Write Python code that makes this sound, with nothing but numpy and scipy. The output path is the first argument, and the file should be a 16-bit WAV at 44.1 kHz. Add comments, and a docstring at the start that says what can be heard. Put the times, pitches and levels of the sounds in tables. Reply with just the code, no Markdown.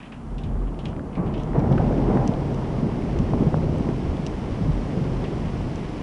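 """A rainstorm at a window, on the single microphone of a small camera. It starts close behind the wet pane:
the glass hums, fat drops smack on it, and gusts buffet the microphone and make the room boom like a
blown bottle. Drops begin to tick on the frame. After a second the camera moves to the open casement: the
gap whistles, the hiss of rain on thrashing trees comes up, and drops strike the camera itself. Around two
seconds the hardest gusts set the casement's edge roaring; then the wind eases and the rain carries on."""
import sys
import numpy as np
from scipy import signal
from scipy.fft import rfft, irfft
from scipy.io import wavfile
from scipy.ndimage import uniform_filter1d, map_coordinates

SR = 44100
rng = np.random.default_rng(int(sys.argv[2]) if len(sys.argv) > 2 else 0)


def store_pcm(level_fs):
    """Save levels as 16-bit WAV."""
    pcm = np.round(np.clip(level_fs, -1, 1) * 32767).astype(np.int16)
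    wavfile.write(sys.argv[1], SR, np.atleast_2d(pcm).T)


N = 265482


def undb(db):
    """Decibels to gain."""
    return 10 ** (np.asarray(db) / 20)


def unit(x):
    """Scale to rms 1."""
    return x / np.sqrt(np.mean(x ** 2))


def peak(x, db):
    """Scale to a peak level."""
    return x * undb(db) / np.abs(x).max()


def steady(x, span_s):
    """Hold rms 1 over spans of this length; quicker flutter stays."""
    k = int(span_s * SR / 2) + 1
    return x / np.sqrt(uniform_filter1d(uniform_filter1d(x ** 2, k), k) + 1e-18)


def colour(x, points, tilt_db=0):
    """Filter by a (Hz, dB) spectrum, tilted per octave and falling 18 dB an octave past its ends."""
    size = 16384
    octave = np.log2(np.maximum(np.fft.rfftfreq(size, 1 / SR), 1))
    hz, db = np.transpose(points)
    beyond = np.maximum(octave - np.log2(hz[-1]), 0) + np.maximum(np.log2(hz[0]) - octave, 0)
    shape = np.interp(octave, np.log2(hz), db + tilt_db * np.log2(hz / hz.mean())) - 18 * beyond
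    # minimum phase: nothing sounds ahead of an attack
    cepstrum = irfft(np.log(undb(shape)))
    cepstrum[1:size // 2] *= 2
    cepstrum[size // 2 + 1:] = 0
    return signal.fftconvolve(x, irfft(np.exp(rfft(cepstrum))))[:len(x)]


def resonate(x, hz, width_hz, passes=1):
    """A resonance with gain 1 at its centre; each further pass narrows it."""
    for _ in range(passes):
        x = signal.lfilter(*signal.iirpeak(hz, hz / width_hz, SR), x)
    return x


def walk(rate_hz):
    """Smooth random motion with a spread of 1."""
    k = max(int(SR / rate_hz), 1)
    return unit(uniform_filter1d(uniform_filter1d(rng.standard_normal(N), k), k))


def wavering_tone(hz, waver, rate_hz):
    """A sine of rms 1 whose pitch wanders by the share `waver`."""
    pitch = hz * (1 + waver * walk(rate_hz))
    return np.sqrt(2) * np.sin(2 * np.pi * np.cumsum(pitch) / SR)


def curve(table):
    """A (time, value) curve at every sample."""
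    return np.interp(np.arange(N) / SR, *np.transpose(table))


def bell(s, length_s):
    """A smooth rise and fall around time s, above half its height for length_s."""
    return .5 ** ((2 * (np.arange(N) / SR - s) / length_s) ** 2)


def level_shifts(table):
    """Two dB curves from a table of rises and dips, each a bell in time."""
    return sum(np.outer(dbs, bell(s, length_s)) for s, length_s, *dbs in table)


def add(out, s, sound):
    """Mix a sound in at time s."""
    i = min(max(int(s * SR), 0), N)
    out[i:i + len(sound)] += sound[:N - i]


# wind at the opening: (time [s], strength over a moderate blow [dB])
WIND = [(0, -14.5), (.52, -5.5), (.68, -7), (.92, -3.5), (1.155, -6.5), (1.175, 1), (1.53, -0.5),
        (1.56, 5.5), (1.95, 5.5), (2.2, 5.5), (2.4, 2), (3.0, 0.5), (3.6, 1.5), (4.0, 0), (4.35, -2),
        (5.1, 0), (6.02, -4)]


def blown(db, growth=1, shift_db=0):
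    """Gain of a layer: `db` in a moderate blow, `growth` dB more per dB of wind, plus a passing shift."""
    return undb(db + growth * curve(WIND) + shift_db)


# wind on the microphone, four spectra: (frequency [Hz], relative level [dB])
THUD_SPECTRUM = [(50, -24.5), (95, -15), (130, 2.5), (170, -1), (220, -2), (300, -6.5), (400, -8.5),
                 (520, -16), (800, -36.5), (2500, -64.5)]
RASP_SPECTRUM = [(250, -18.5), (450, -1), (600, 0.5), (790, -3), (1000, -6), (1300, -14), (1700, -20.5),
                 (2500, -29), (4500, -54.5), (10000, -74)]
RUMBLE_SPECTRUM = [(35, -7.5), (55, -5), (78, 0.5), (104, -2.5), (125, -11.5), (200, -23)]
FLUTTER_SPECTRUM = [(4, -8), (12, -5.5), (28, 15), (40, 4.5), (70, -27.5)]
# brief flurries and lulls in the wind on the microphone:
# (middle [s], length [s], thud shift [dB], rasp and roar shift [dB])
FLURRIES_AND_LULLS = [(.08, 0.21, -5.5, 0), (1.185, 0.027, 0.5, 3), (1.26, 0.02, 0, 1),
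                      (1.435, 0.025, -4, 0.5), (1.565, 0.041, 2.5, 3), (1.722, 0.026, 0, 3),
                      (1.78, 0.023, -2, -2.5), (1.808, 0.026, -1.5, 5), (2.105, 0.037, 0.5, 3.5),
                      (2.165, 0.044, 4, 4), (2.22, 0.045, -0.5, 3), (2.325, 0.029, -7, 2),
                      (2.6, 0.1, -2.5, 0.5), (2.86, 0.1, 5.5, 0), (2.905, 0.03, -7, 1),
                      (3.03, 0.058, 0, -0.5), (3.215, 0.033, 5, -0.5), (3.258, 0.022, -3.5, -1),
                      (3.305, .03, 4, -0.5), (3.34, 0.013, 10, 4), (3.365, 0.018, 1, -3),
                      (3.435, 0.078, 6.5, 2), (3.51, .025, -5, 0), (3.575, 0.016, 3, 0),
                      (3.885, 0.037, 1.5, 2.5), (3.96, 0.027, -1.5, -4), (4.68, 0.045, -4.5, 1),
                      (4.98, 0.037, 2.5, 0.5)]
# slow swells and lulls in the wind's rumble and the room's ringing:
# (middle [s], length [s], rumble and flutter shift [dB], ringing shift [dB])
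SWELLS_AND_LULLS = [(.06, .14, -18, -2), (.51, 0.15, 13.5, 6.5), (.89, 0.067, 7, 2), (1.75, 0.13, -2, 5.5),
                    (2.08, 0.12, -7, 1.5), (3.19, 0.17, 9.5, -0.5), (3.48, 0.25, 6.5, 6.5),
                    (3.72, 0.23, 5, 8), (4.11, 0.16, 10, 2), (4.37, .1, 4, 3.5), (4.525, 0.048, 12, 1),
                    (4.67, 0.13, 9, 10), (5.0, 0.25, 1, 5.5), (5.57, 0.36, 7.5, 1.5)]


def wind_on_microphone():
    """Turbulence comes in lumps: big eddies thud, and shed fine ones that rasp at the same moments."""
    thud_db, rasp_db = level_shifts(FLURRIES_AND_LULLS)
    rumble_db, _ = level_shifts(SWELLS_AND_LULLS)
    lumps = walk(69)
    thud = steady(colour(rng.standard_normal(N) * undb(1.17 * lumps), THUD_SPECTRUM), 0.088)
    octaves_per_db = -0.0251  # the rasp sinks a little in pitch as the wind rises
    travel = np.cumsum(2 ** (octaves_per_db * (curve(WIND) - 2)))
    eddies = map_coordinates(colour(rng.standard_normal(N), RASP_SPECTRUM), [travel], mode="mirror")
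    rasp = steady(eddies * undb(0.78 * lumps + 0.21 * walk(440)), 0.14)
    rumble = steady(colour(rng.standard_normal(N), RUMBLE_SPECTRUM), 0.23)
    flutter = steady(colour(rng.standard_normal(N), FLUTTER_SPECTRUM), .3)
    return (thud * blown(-27.5, shift_db=thud_db)
            + rasp * blown(-38, shift_db=rasp_db)
            + rumble * blown(-35.5, growth=0.91, shift_db=rumble_db)
            + flutter * blown(-43.5, growth=0.91, shift_db=rumble_db))


# surges of the lowest resonance of the room behind the microphone: (middle [s], length [s], level [dB])
BOOMS = [(0.347, 0.11, -29), (0.623, 0.19, -23.5), (1.378, 0.059, -29), (1.532, 0.067, -27),
         (1.89, 0.17, -29), (2.07, 0.092, -23.5), (3.207, 0.072, -33), (4.753, 0.14, -25),
         (5.182, 0.13, -30.5)]
# the room's higher resonances: (frequency [Hz], width [Hz], relative gain [dB])
ROOM_MODES = [(75.36, 1.3, -1.5), (98, 2.4, -4), (133.3, 8.2, -2.5), (157.3, 1.67, 6.5), (206.7, 14, -14.5),
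              (233.9, 8.5, -8), (278, 5.8, -7.5)]


def room_boom():
    """Wind across the opening blows the room's lowest resonance and stirs the higher ones."""
    surge_power = sum((undb(db) * bell(s, length_s)) ** 2 for s, length_s, db in BOOMS)
    boom_gain = np.sqrt(blown(-38.5, growth=0.96) ** 2 + surge_power)
    drone = wavering_tone(hz=43.84, waver=.015, rate_hz=9) * undb(0.37 * walk(7.9))
    # only slow pressure swings act on the room as a whole
    air = signal.sosfilt(signal.butter(4, 400, fs=SR, output="sos"), rng.standard_normal(N))
    ringing = sum(undb(db) * resonate(air, hz, width) for hz, width, db in ROOM_MODES)
    _, ringing_db = level_shifts(SWELLS_AND_LULLS)
    return boom_gain * drone + blown(-35, growth=0.76, shift_db=ringing_db) * steady(ringing, 1.0)


# rain on the trees outside, louder as the microphone clears the pane: (time [s], wash level [dB])
RAIN_LEVEL = [(0, -63.5), (1.15, -63), (1.85, -51), (2.7, -50.5), (5.2, -48.5), (6.02, -49)]
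# the wash and its fine spray, heard from the window: (frequency [Hz], relative level [dB])
WASH_SPECTRUM = [(500, 1.5), (1200, 2), (1600, 3), (2100, 6), (2500, 3), (3000, 2.5), (3500, -2.5),
                 (4200, -16), (6000, -17)]
SPRAY_SPECTRUM = [(2500, -10.5), (3900, 2.5), (5000, 3.5), (5600, 2.5), (5950, 0.5), (6600, -5), (8000, -8),
                  (10000, -12), (12000, 0)]


def rain_on_trees(drops_per_s=3000, spray_db=-6):
    """Countless drops on swaying leaves merge into a wash, with a fine spray above it."""
    lands = rng.random(N) < drops_per_s / SR
    sizes = undb(3.2 * np.minimum(rng.exponential(size=N), 6))
    drops = unit(lands * sizes * np.sign(rng.standard_normal(N)))
    leaves = rng.standard_normal(N) * undb(walk(17))
    wash = unit(colour(leaves + 0.96 * drops, WASH_SPECTRUM))
    spray = unit(colour(rng.standard_normal(N) + 0.51 * drops, SPRAY_SPECTRUM))
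    return undb(curve(RAIN_LEVEL)) * (wash + undb(spray_db) * spray)


def pane_hum(level_db=-42.5, leave_s=0.99):
    """The wind makes the glass hum, heard only while the microphone is close behind it."""
    hum = resonate(rng.standard_normal(N), hz=233, width_hz=59, passes=2)
    return undb(level_db) * steady(hum, 0.16) * bell(leave_s / 2, leave_s + .3)


# drops on the window, from inside: (time [s], peak [dB], tilt [dB/octave], ring of the spot hit [Hz])
SMACKS = [(0.003, -37.5, -7.5, 2830), (0.015, -41, -2, 1900), (0.028, -37, -5, 2900),
          (0.039, -44, -5, 1800), (0.056, -42, -5, 2900), (0.119, -42, -2.5, 1820),
          (0.122, -35.5, -5.5, 2750), (0.382, -37.5, 5, 2850), (0.4354, -40, 3, 2950),
          (0.673, -43, -7.5, 2900), (0.79, -38, 3.5, 3000), (0.851, -42.5, 13, 3000),
          (0.856, -30, -0.5, 2970), (0.883, -43, 9, 2900), (1.13, -41.5, 0, 2700), (1.1524, -35.5, 4, 2250),
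          (1.262, -39.5, 0, 2800), (1.276, -42, -2, 2750), (1.339, -35, -1, 2900), (1.378, -38.5, 4, 3100),
          (1.397, -38.5, 4, 3050), (5.2414, -32, -3, 2850)]
# a smack on a spot that rings at 2900 Hz: (frequency [Hz], relative level [dB])
SMACK_SPECTRUM = [(700, -4), (1500, -1.5), (2200, 2), (2900, 7), (3500, 1.5), (4200, -8.5), (5800, -13.5),
                  (7000, -21), (10000, -31)]


def window_smacks():
    """Each fat drop bursts on the window: a hard crack, a brief splash, and the room carrying it on."""
    out, t = np.zeros(N), np.arange(SR // 3) / SR
    crack_t60, splash_t60, room_t60 = 0.011, 0.13, 0.35
    crack_db, tail_db = 2, -5.5
    burst_decay = undb(crack_db - 60 * t / crack_t60) + undb(-60 * t / splash_t60)
    walls = signal.butter(2, 4500, fs=SR, output="sos")  # they soak up the tail's treble
    for s, db, tilt_db, hz in SMACKS:
        splash, echo = rng.standard_normal((2, len(t)))
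        tail = signal.sosfilt(walls, echo) * undb(tail_db - 60 * t / room_t60)
        spot = np.multiply(SMACK_SPECTRUM, [hz / 2900, 1])
        add(out, s, peak(colour(splash * burst_decay + tail, spot, tilt_db), db))
    return out


# short trains of eddies right on the microphone: (time [s], peak [dB], centre [Hz], fall time [s])
SLAPS = [(.521, -20, 130, .006), (1.198, -19, 170, .014), (1.271, -18, 150, .012),
         (1.556, -14.5, 480, .0025), (1.562, -16, 450, .002), (1.586, -10.5, 160, .007),
         (1.718, -8.7, 175, .008), (1.740, -14, 170, .007), (1.802, -9, 160, .006), (1.849, -14, 180, .004),
         (2.018, -15, 150, .005), (2.088, -12, 300, .003), (2.101, -15, 420, .0025),
         (2.160, -10.5, 195, .007), (2.172, -16, 620, .0018), (2.296, -13.5, 160, .005),
         (2.831, -18, 210, .005), (3.161, -14.5, 320, .003), (3.205, -11.5, 125, .007),
         (3.3365, -15.5, 760, .0011), (3.348, -11.5, 200, .004), (3.392, -14, 250, .003),
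         (3.409, -14, 200, .005), (3.427, -11.5, 230, .006), (3.472, -10.5, 165, .008),
         (3.5432, -6, 560, .00055), (3.5475, -14, 230, .003), (3.643, -15, 300, .002),
         (3.809, -12, 190, .005), (3.891, -14, 330, .0035), (4.621, -18, 150, .01),
         (4.692, -14.5, 150, .016), (4.977, -15.5, 170, .007), (4.993, -17, 190, .004),
         (5.119, -17, 170, .004), (5.458, -17, 190, .004)]


def vortex_slaps(unevenness=.3):
    """A few unevenly spaced vortices cross the microphone: suction and pressure briefly alternate."""
    out, half = np.zeros(N), SR // 15
    t = np.arange(-half, half) / SR
    for s, db, hz, fall_s in SLAPS:
        spacing = np.tanh(unit(uniform_filter1d(rng.standard_normal(len(t)), int(SR / hz / 2))))
        turns = np.cumsum(hz * (1 + unevenness * spacing)) / SR
        pressure = -np.cos(2 * np.pi * (turns - turns[half]))
        envelope = undb(db) / (1 + (t / fall_s) ** 2) ** 2
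        add(out, s - half / SR, pressure * envelope)
    return out


# drops on the window frame, beside the microphone: (time [s], peak [dB], ring [Hz])
TICKS = [(.7455, -42, 2400), (.8555, -29, 2400), (.8568, -32, 3900), (0.9306, -33.5, 1400),
         (.9648, -36.5, 2200), (.9947, -31, 1450), (1.533, -32, 1590), (1.602, -33, 2400),
         (1.727, -34.5, 2880), (1.7795, -22, 1300), (1.7835, -24.5, 1350), (1.926, -30, 1500),
         (2.172, -26.5, 1550), (2.338, -34.5, 3080), (3.0223, -34, 2280), (4.170, -34, 2950)]
# one tick: (frequency [multiple of its ring], relative level [dB])
TICK_SPECTRUM = [(.5, -8), (.75, -5.5), (1, 4.5), (1.25, -2), (1.6, -13.5), (2.2, -14.5), (2.8, -28),
                 (5, -36)]


def frame_ticks(spatter=0.081, spatter_t60=0.01):
    """Small drops tick dryly on the frame: a sharp impact and a trace of spatter."""
    out, t = np.zeros(N), np.arange(SR // 20) / SR
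    impact = signal.unit_impulse(len(t))
    for s, db, hz in TICKS:
        burst = impact + spatter * rng.standard_normal(len(t)) * undb(-60 * t / spatter_t60)
        add(out, s, peak(colour(burst, np.multiply(TICK_SPECTRUM, [hz, 1])), db))
    return out


# whistles in the gap of the casement: (middle [s], length [s], pitch [Hz], level [dB])
WHISTLES = [(1.23, .09, 950, -50), (1.23, 0.093, 1140, -47), (1.235, 0.084, 1295, -52),
            (2.23, .06, 810, -35.5)]


def gap_whistles():
    """Thin wavering notes as a gust finds the gap of the casement."""
    return sum(undb(db) * bell(s, length_s) * wavering_tone(hz, waver=.008, rate_hz=60)
               for s, length_s, hz, db in WHISTLES)


# drops on the camera, at the microphone: (time [s], peak [dB], tilt [dB/octave], lowest mode lift [dB])
SHELL_HITS = [(1.434, -40.5, 0, 4), (1.5935, -41, -1, 2), (1.719, -44, -2, 0), (2.276, -25, -1, 0),
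              (2.544, -36, -4, 6), (3.1883, -31, -10, 2), (3.783, -42, 14, 0), (4.2647, -27.5, -7, 1),
              (4.2708, -32.5, -9, 2), (5.757, -37, 2, 3)]
# modes of the camera's shell: (frequency [Hz], width per pass [Hz], relative level [dB])
SHELL_MODES = [(2930, 600, -9), (4100, 900, -6), (4900, 800, -4.5), (5900, 650, -1), (7250, 900, -9),
               (9000, 900, -16), (10100, 900, -18)]


def camera_drops(spatter=0.2, flatten_s=0.0017, spot_scatter=0.024):
    """Drops on the camera ring its shell for a few milliseconds; each spot shifts the modes a little."""
    out, t = np.zeros(N), np.arange(SR // 20) / SR
    impact = signal.unit_impulse(len(t))
    for s, db, tilt_db, lift_db in SHELL_HITS:
        # the drop keeps pushing while it flattens
        push = impact + spatter * rng.standard_normal(len(t)) * np.exp(-(t / flatten_s) ** 2)
        modes = np.multiply(SHELL_MODES, [1 + spot_scatter * rng.standard_normal(), 1, 1])
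        lowest, *higher = (
            undb(mode_db + tilt_db * np.log2(hz)) * unit(resonate(push, hz, width, passes=2))
            for hz, width, mode_db in modes)
        add(out, s, peak(undb(lift_db) * lowest + sum(higher), db))
    return out


def casement_roar():
    """Only the hardest gusts set the casement's edge roaring; its hollow note wanders with the air."""
    _, roar_db = level_shifts(FLURRIES_AND_LULLS)
    roar = resonate(rng.standard_normal(N), hz=740, width_hz=245, passes=2)
    wandering = map_coordinates(roar, [np.cumsum(1 + .05 * walk(8))], mode="mirror")
    return steady(wandering, 0.14) * blown(-51, growth=2.36, shift_db=roar_db)


def scene():
    """Everything as it reaches the single microphone at the window."""
    gusts = wind_on_microphone() + room_boom()
    water = rain_on_trees() + window_smacks() + frame_ticks() + camera_drops()
    close_air = vortex_slaps() + casement_roar() + gap_whistles() + pane_hum()
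    return (gusts + water + close_air)[None]


def record(dry):
    """The camera adds faint hiss and a thin electronic whine, and cuts the top."""
    whine_hz, whine_db, hiss_db, top_hz = 7140, -82, -64, 10420
    whine = np.sqrt(2) * undb(whine_db) * np.sin(2 * np.pi * whine_hz * np.arange(N) / SR)
    hiss = undb(hiss_db) * rng.standard_normal(N)
    return signal.sosfilt(signal.butter(24, top_hz, fs=SR, output="sos"), dry + whine + hiss)


dry = scene()
out = record(dry)
store_pcm(out)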